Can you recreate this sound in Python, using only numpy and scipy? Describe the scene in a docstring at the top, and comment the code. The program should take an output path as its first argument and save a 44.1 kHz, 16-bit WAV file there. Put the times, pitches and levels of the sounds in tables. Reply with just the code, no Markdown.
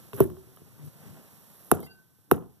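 """Boots on a thin steel teapot

A boot stamps onto a thin steel teapot on a carpeted wooden landing; the other boot kicks it twice.
The pinned pot gives short dull clanks, rattles and rings once: decaying sine modes and noise cracks.
The floor groans under the shifting weight, a sole shuffles, leather scuffs, over hiss: coloured noise.
Two spaced microphone ports low on the carpet pick it up, in a small hallway of sparse random echoes."""
import sys
import numpy as np
from scipy import signal
from scipy.fft import rfft, irfft
from scipy.io import wavfile
from scipy.ndimage import uniform_filter1d

SR = 44100
rng = np.random.default_rng(int(sys.argv[2]) if len(sys.argv) > 2 else 0)


def bounce(signal):
    """Save signal as a 16-bit WAV file at the path given by the first command-line argument."""
    frames = np.transpose(np.atleast_2d(signal))
    limited = np.clip(frames, -1, 1)
    pcm = np.round(limited * 32767).astype(np.int16)
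    wavfile.write(sys.argv[1], SR, pcm)


N = 114660

# heavy blows: start_s, level_db, hardness_db_per_octave, crack_db, ring_factor, pitch_factor, thud_lag_s
BLOWS = [(0.2037, -8, -2.5, -4.5, 0.9, 0.947, 0.00066), (1.7147, -4.5, 0.5, -1, 0.7, 1.007, .0055),
         (2.3131, -5, 0.5, -5, 0.7, 1.036, 0.005)]
# light knocks and rattles: start_s, level_db, hardness_db_per_octave, crack_db
TAPS = [(0.1323, -38.5, 6, -3), (0.301, -42.5, 1, -2.5), (0.368, -47, 1.5, -21), (.562, -67, 5, 21),
        (.572, -52, 5, -22), (0.616, -47.5, -8, -26), (1.803, -37.5, -6.5, 3), (1.829, -36.5, -3, -3),
        (1.835, -41.5, -3.5, -11), (1.864, -51.5, 2.8, 5.5), (2.185, -66, -9.5, -31.5)]
# pinned pot and the boards under it, before each blow's factors: pitch_hz, level_db, t60_s
BODY_MODES = [(91, -11.5, 0.18), (146.3, 3, 0.053), (283, 2, 0.03), (357, 6.5, 0.031), (457, 0.5, 0.013),
              (717.4, -4, 0.029), (1129.6, 5.5, 0.0089), (1442, -9, 0.016), (1762, 7.5, 0.0027),
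              (2655, -12.5, 0.016), (3680, -22, 0.012)]
# bright noise of steel being struck or scuffed: frequency_hz, level_db
CRACK_SPECTRUM = [(60, -68), (6000, -20), (8500, -18.5), (10500, -4), (12000, 1.5), (13400, -2),
                  (14600, -19.5), (16000, -37)]
# air in the pinned pot, set ringing again and again: start_s, pitch_hz, level_db, t60_s
CAVITY_TONES = [(0.135, 400, -33, 0.13), (.2045, 384.6, -9.5, 0.074), (0.251, 350, -26, 0.045),
                (.314, 356.6, -36.5, 0.15), (0.367, 379, -41, 0.22), (.47, 380.4, -57, 0.5),
                (2.315, 380, -14, .025)]
# a board bending: start_s, pitch_hz, level_db, rise_s, t60_s
CREAKS = [(.778, 150, -43, .03, .4), (.852, 146, -39, .014, .15)]
# freed wall of the pot ringing, before waver and damping: start_s, pitch_hz, level_db, rise_s, t60_s
RIM_TONES = [(1.826, 2100, -51, .006, .07), (1.824, 4619, -55, .03, .1), (1.862, 2040, -51, .008, .05),
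             (1.862, 2756, -55, .012, .27), (1.84, 1529, -60, .07, 4.), (1.89, 4619, -58, .03, .15)]
# bass phase of left over right: frequency_hz, phase_radians
BASS_PHASE = [(60, -2.1), (300, -2.2), (450, -.6), (900, .25), (1150, 0)]
# shading of the ports, left minus right: frequency_hz, difference_db
PORT_SHADING = [(150, 6), (400, -2.5), (1200, -2.5), (2500, -0.5), (6000, -2), (13000, -8.5)]
# decay of the hallway: frequency_hz, t60_s
HALL_DECAY = [(60, 0.62), (250, 0.27), (1000, 0.41), (3000, 0.077), (12000, 0.39)]
# colour of the hallway echoes: frequency_hz, level_db
HALL_COLOUR = [(200, -11), (500, -14.5), (1200, -24.5), (3000, -15), (7000, -13.5), (13000, -34)]
# leather scuffing over steel: time_s, level_db
SCUFF_LEVEL = [(.128, -83), (.135, -53), (.23, -43), (.3, -67), (.8, -90), (.86, -53), (.92, -91),
               (1.7, -58), (1.75, -45), (1.79, -95), (1.805, -52), (1.82, -66), (1.861, -52.5),
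               (1.899, -83.5), (2.298, -80), (2.321, -38.5), (2.422, -77)]
# sole on carpet, spectrum: frequency_hz, density_db_per_hz
SHUFFLE_SPECTRUM = [(60, -16), (200, -3), (500, -12), (1200, -17.5), (2200, -21), (5000, -38.5)]
# sole on carpet, loudness: time_s, level_db
SHUFFLE_LEVEL = [(.12, -59), (.22, -37.5), (.27, -60), (.33, -66), (.7, -62), (.95, -58.5), (1.06, -54.5),
                 (1.17, -52.5), (1.3, -60.5), (1.68, -62.5), (1.999, -77.5)]
# groaning boards, spectrum: frequency_hz, density_db_per_hz
GROAN_SPECTRUM = [(40, -36.5), (70, -12.5), (95, 1), (145, 0), (200, -9), (380, -18), (900, -39)]
# groaning boards, loudness: time_s, level_db
GROAN_LEVEL = [(0, -53.5), (0.129, -67.5), (0.138, -35.5), (.19, -50), (.45, -60), (.775, -54),
               (0.831, -47), (0.885, -44), (0.901, -63.5), (1.08, -43.5), (1.2, -54), (1.3, -79.5),
               (2, -65)]
# background hiss, spectrum: frequency_hz, density_db_per_hz
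HISS_SPECTRUM = [(40, 6), (170, 9.5), (400, -8.5), (1000, -7), (2200, -14), (5000, -12.5), (9500, -13.5),
                 (11500, -5.5), (14300, -7)]
# background hiss, dropping lower after the first kick: time_s, level_db
HISS_LEVEL = [(0, -52.5), (.11, -55.5), (.3, -58), (.79, -58.5), (1.03, -55.5), (1.74, -55.5),
              (1.881, -62.5), (2.11, -65.5)]

BOARDS_HZ = 648  # modes below this arrive late
SWELL_CYCLES = 0.89  # cycles that a mode takes to build up
CRACK_RISE_S, CRACK_T60_S = .0006, .007
CRACK_TAIL_DB, CRACK_TAIL_T60_S = -19, .035
TAP_RING_FACTOR = 0.83
# dented steel settling after a blow
RATTLE_COUNT, RATTLE_S, RATTLE_CRACK_DB = 14, .16, -19.5
RATTLE_DB, RATTLE_FADE_DB_PER_S, RATTLE_SPREAD_DB = -32, -130, 10
CAVITY_RISE_S = 0.0058
# lid chattering on the rim
CLATTER_COUNT, CLATTER_START_S, CLATTER_LENGTH_S = 70, 1.8, .065
CLATTER_RANGE_HZ, CLATTER_DB, CLATTER_T60_S = (3100, 9000), -68, .045
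WAVER_DB, WAVER_S = 1.8, .012  # uneven swelling of the thin tones
RIM_DAMPED_S, RIM_DAMP_DB_PER_S, RIM_DAMPING_S = 2.01, -300, .055  # the carpet catches the pot again
PORT_DELAY_S = .000425
NOISE_TOP_HZ = 14400
BASS_CUT_HZ, EDGE_HZ = 122, 16000


def gain_of(db):
    """Decibels to an amplitude factor."""
    return 10 ** (np.asarray(db) / 20)


def evened(x):
    """Scales a sound to unit RMS."""
    return x / np.sqrt(np.mean(x ** 2) + 1e-20)


def read(points, hz):
    """Reads a frequency table between its points on a log-frequency axis."""
    f, value = np.transpose(points)
    return np.interp(np.log(hz + 1), np.log(f + 1), value)


def follow(curve):
    """Turns a level table into a gain for each sample."""
    return gain_of(np.interp(np.arange(N) / SR, *np.transpose(curve)))


def smoothed_noise(noise, span):
    """Slow random wander at unit RMS: noise averaged twice over a span of samples."""
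    return evened(uniform_filter1d(uniform_filter1d(noise, span), span))


def add(mix, start_s, sound):
    """Lays a sound into the mix in place, cut at the end."""
    part = mix[round(start_s * SR):][:len(sound)]
    part += sound[:len(part)]


def coloured(x, points, top_hz=None):
    """Filters along the last axis by a spectrum table."""
    size = x.shape[-1]
    hz = np.fft.rfftfreq(size, 1 / SR)
    below_top = hz < (top_hz or SR)
    return irfft(rfft(x) * gain_of(read(points, hz)) * below_top, size)


def hit(level_db, hard_db, crack_db, ring, pitch, lag_s, noise):
    """A bright crack and the pot modes, then the thud of the boards; low modes swell in slowly."""
    t = np.arange(len(noise)) / SR
    hz, db, t60 = np.transpose(BODY_MODES)[:, :, None]
    age = np.maximum(t - lag_s / (1 + (hz / BOARDS_HZ) ** 4), 0)
    rise = np.sin(np.pi / 2 * np.minimum(age * hz / SWELL_CYCLES, 1)) ** 2
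    # a harder contact tilts the modes toward the treble, around 400 Hz
    mode_db = db + hard_db * np.log2(hz / 400) - 60 * age / (ring * t60)
    modes = gain_of(mode_db) * rise * np.sin(2 * np.pi * hz * pitch * age)
    fade = gain_of(-60 * t / CRACK_T60_S) + gain_of(CRACK_TAIL_DB - 60 * t / CRACK_TAIL_T60_S)
    attack = np.minimum(t / CRACK_RISE_S, 1)
    crack = evened(coloured(noise, CRACK_SPECTRUM)) * fade * attack
    return gain_of(level_db) * (modes.sum(0) + gain_of(crack_db) * crack)


def rattle(out, blow_s, blow_db):
    """Dented steel settling: small hits crowd in just after a blow and fade with time."""
    for when, size, pitch in rng.random(size=(RATTLE_COUNT, 3)):
        late_s = RATTLE_S * (when ** 2 + .1)
        db = blow_db + RATTLE_DB + RATTLE_FADE_DB_PER_S * late_s
        db += RATTLE_SPREAD_DB * (2 * size - 1)
        noise = rng.standard_normal(4096)
        sound = hit(db, 0, RATTLE_CRACK_DB, TAP_RING_FACTOR, .75 + pitch / 2, 0, noise)
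        add(out, blow_s + late_s, sound)


def pot():
    """All blows on the steel, the loose rattle after each, and the taps."""
    out = np.zeros(N)
    for start_s, level_db, *row in BLOWS:
        add(out, start_s, hit(level_db, *row, rng.standard_normal(8192)))
        rattle(out, start_s, level_db)
    for start_s, *row in TAPS:
        pitch = rng.uniform(0.92, 1.2)
        add(out, start_s, hit(*row, TAP_RING_FACTOR, pitch, 0, rng.standard_normal(8192)))
    return out


def tone(hz, db, rise_s, t60):
    """One sine mode that builds up and dies away, cut at 0.8 s."""
    t = np.arange(0, .8, 1 / SR)
    rise = np.minimum(t / rise_s, 1)
    fade = gain_of(db - 60 * np.maximum(t - rise_s, 0) / t60)
    return rise * fade * np.sin(2 * np.pi * hz * t)


def lid_clatter(wall):
    """Lid chattering on the rim: a burst of tiny tones, crowded toward the low end of their range."""
    for when, pitch in rng.random(size=(CLATTER_COUNT, 2)):
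        hz = np.interp(pitch ** 2, (0, 1), CLATTER_RANGE_HZ)
        start_s = CLATTER_START_S + CLATTER_LENGTH_S * when
        add(wall, start_s, tone(hz, CLATTER_DB, CAVITY_RISE_S, CLATTER_T60_S))


def ringing():
    """Thin tones of the cavity, a board and the wall; the wall and lid waver, then are damped."""
    steady, wall = np.zeros((2, N))
    for start_s, hz, db, t60 in CAVITY_TONES:
        add(steady, start_s, tone(hz, db, CAVITY_RISE_S, t60))
    for start_s, *row in CREAKS:
        add(steady, start_s, tone(*row))
    for start_s, *row in RIM_TONES:
        add(wall, start_s, tone(*row))
    lid_clatter(wall)
    waver = smoothed_noise(rng.standard_normal(N), round(WAVER_S * SR))
    damping_time = np.clip(np.arange(N) / SR - RIM_DAMPED_S, 0, RIM_DAMPING_S)
    return steady + wall * gain_of(RIM_DAMP_DB_PER_S * damping_time + WAVER_DB * waver)


def ports(x):
    """One wave at both ports: the left one later, the right one with its own bass phase; each shaded."""
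    hz = np.fft.rfftfreq(N, 1 / SR)
    # the delay's phase starts where the bass phase table ends
    late = np.exp(-2j * np.pi * PORT_DELAY_S * np.maximum(hz - BASS_PHASE[-1][0], 0))
    half_shading = gain_of(read(PORT_SHADING, hz) / 2)
    left = half_shading * late
    right = np.exp(-1j * read(BASS_PHASE, hz)) / half_shading
    return irfft(rfft(x) * np.array([left, right]), N)


def hall(x):
    """Sparse random taps, each band dying at its own speed; partly shared by the ports."""
    taps = np.zeros((3, SR))
    # one tap at a random place in every 20 samples, of random sign
    at = np.arange(260, SR - 20, 20) + rng.integers(0, 20, (3, (SR - 261) // 20))
    np.put_along_axis(taps, at, rng.choice([-1., 1.], at.shape), 1)
    hz, t, bands = signal.stft(taps, SR, nperseg=256)
    decay = gain_of(-60 * t / read(HALL_DECAY, hz)[:, None])
    tail = signal.istft(bands * decay, SR, nperseg=256)[1]
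    wet = signal.fftconvolve(x[None], tail / np.linalg.norm(tail[0]), axes=1)[:, :N]
    return coloured(0.94 * ports(wet[2]) + 0.85 * wet[:2], HALL_COLOUR)


def hall_echoes(knocks):
    """Separate random hallway echoes for each stretch that begins with a heavy blow."""
    later_blows = [start_s for start_s, *_ in BLOWS[1:]]
    # the first stretch also takes in what comes before its blow
    stretch = np.searchsorted(later_blows, np.arange(N) / SR, "right")
    return sum(hall(knocks * (stretch == k)) for k in range(len(BLOWS)))


def background(points, curve, same, lumpy_db, lump=500):
    """Coloured noise on a lumpy level curve; "same" is the amplitude common to both ports."""
    noise = rng.standard_normal((4, N))
    pair = same * ports(noise[2]) + np.sqrt(1 - same ** 2) * noise[:2]
    lumps = gain_of(lumpy_db * smoothed_noise(noise[3], lump))
    return evened(coloured(pair, points, NOISE_TOP_HZ)) * follow(curve) * lumps


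def scene():
    """Knocks and ringing reach both ports, with the hall's echoes of the knocks and four noise beds."""
    knocks = pot()
    echoes = hall_echoes(knocks)
    hiss = background(HISS_SPECTRUM, HISS_LEVEL, same=.88, lumpy_db=0.48)
    groan = background(GROAN_SPECTRUM, GROAN_LEVEL, same=.75, lumpy_db=1.5)
    shuffle = background(SHUFFLE_SPECTRUM, SHUFFLE_LEVEL, same=1.0, lumpy_db=1.8)
    scuff = background(CRACK_SPECTRUM, SCUFF_LEVEL, same=.8, lumpy_db=3.5, lump=150)
    return ports(knocks + ringing()) + echoes + hiss + groan + shuffle + scuff


def record(dry):
    """The microphone's bass cut, then the band limit."""
    bass_cut = signal.butter(2, BASS_CUT_HZ, "high", fs=SR, output="sos")
    thin = signal.sosfilt(bass_cut, dry)
    band_limit = signal.firwin(511, EDGE_HZ, window=("kaiser", 9), fs=SR)
    return signal.oaconvolve(thin, band_limit[None], "same")


dry = scene()
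out = record(dry)
bounce(out)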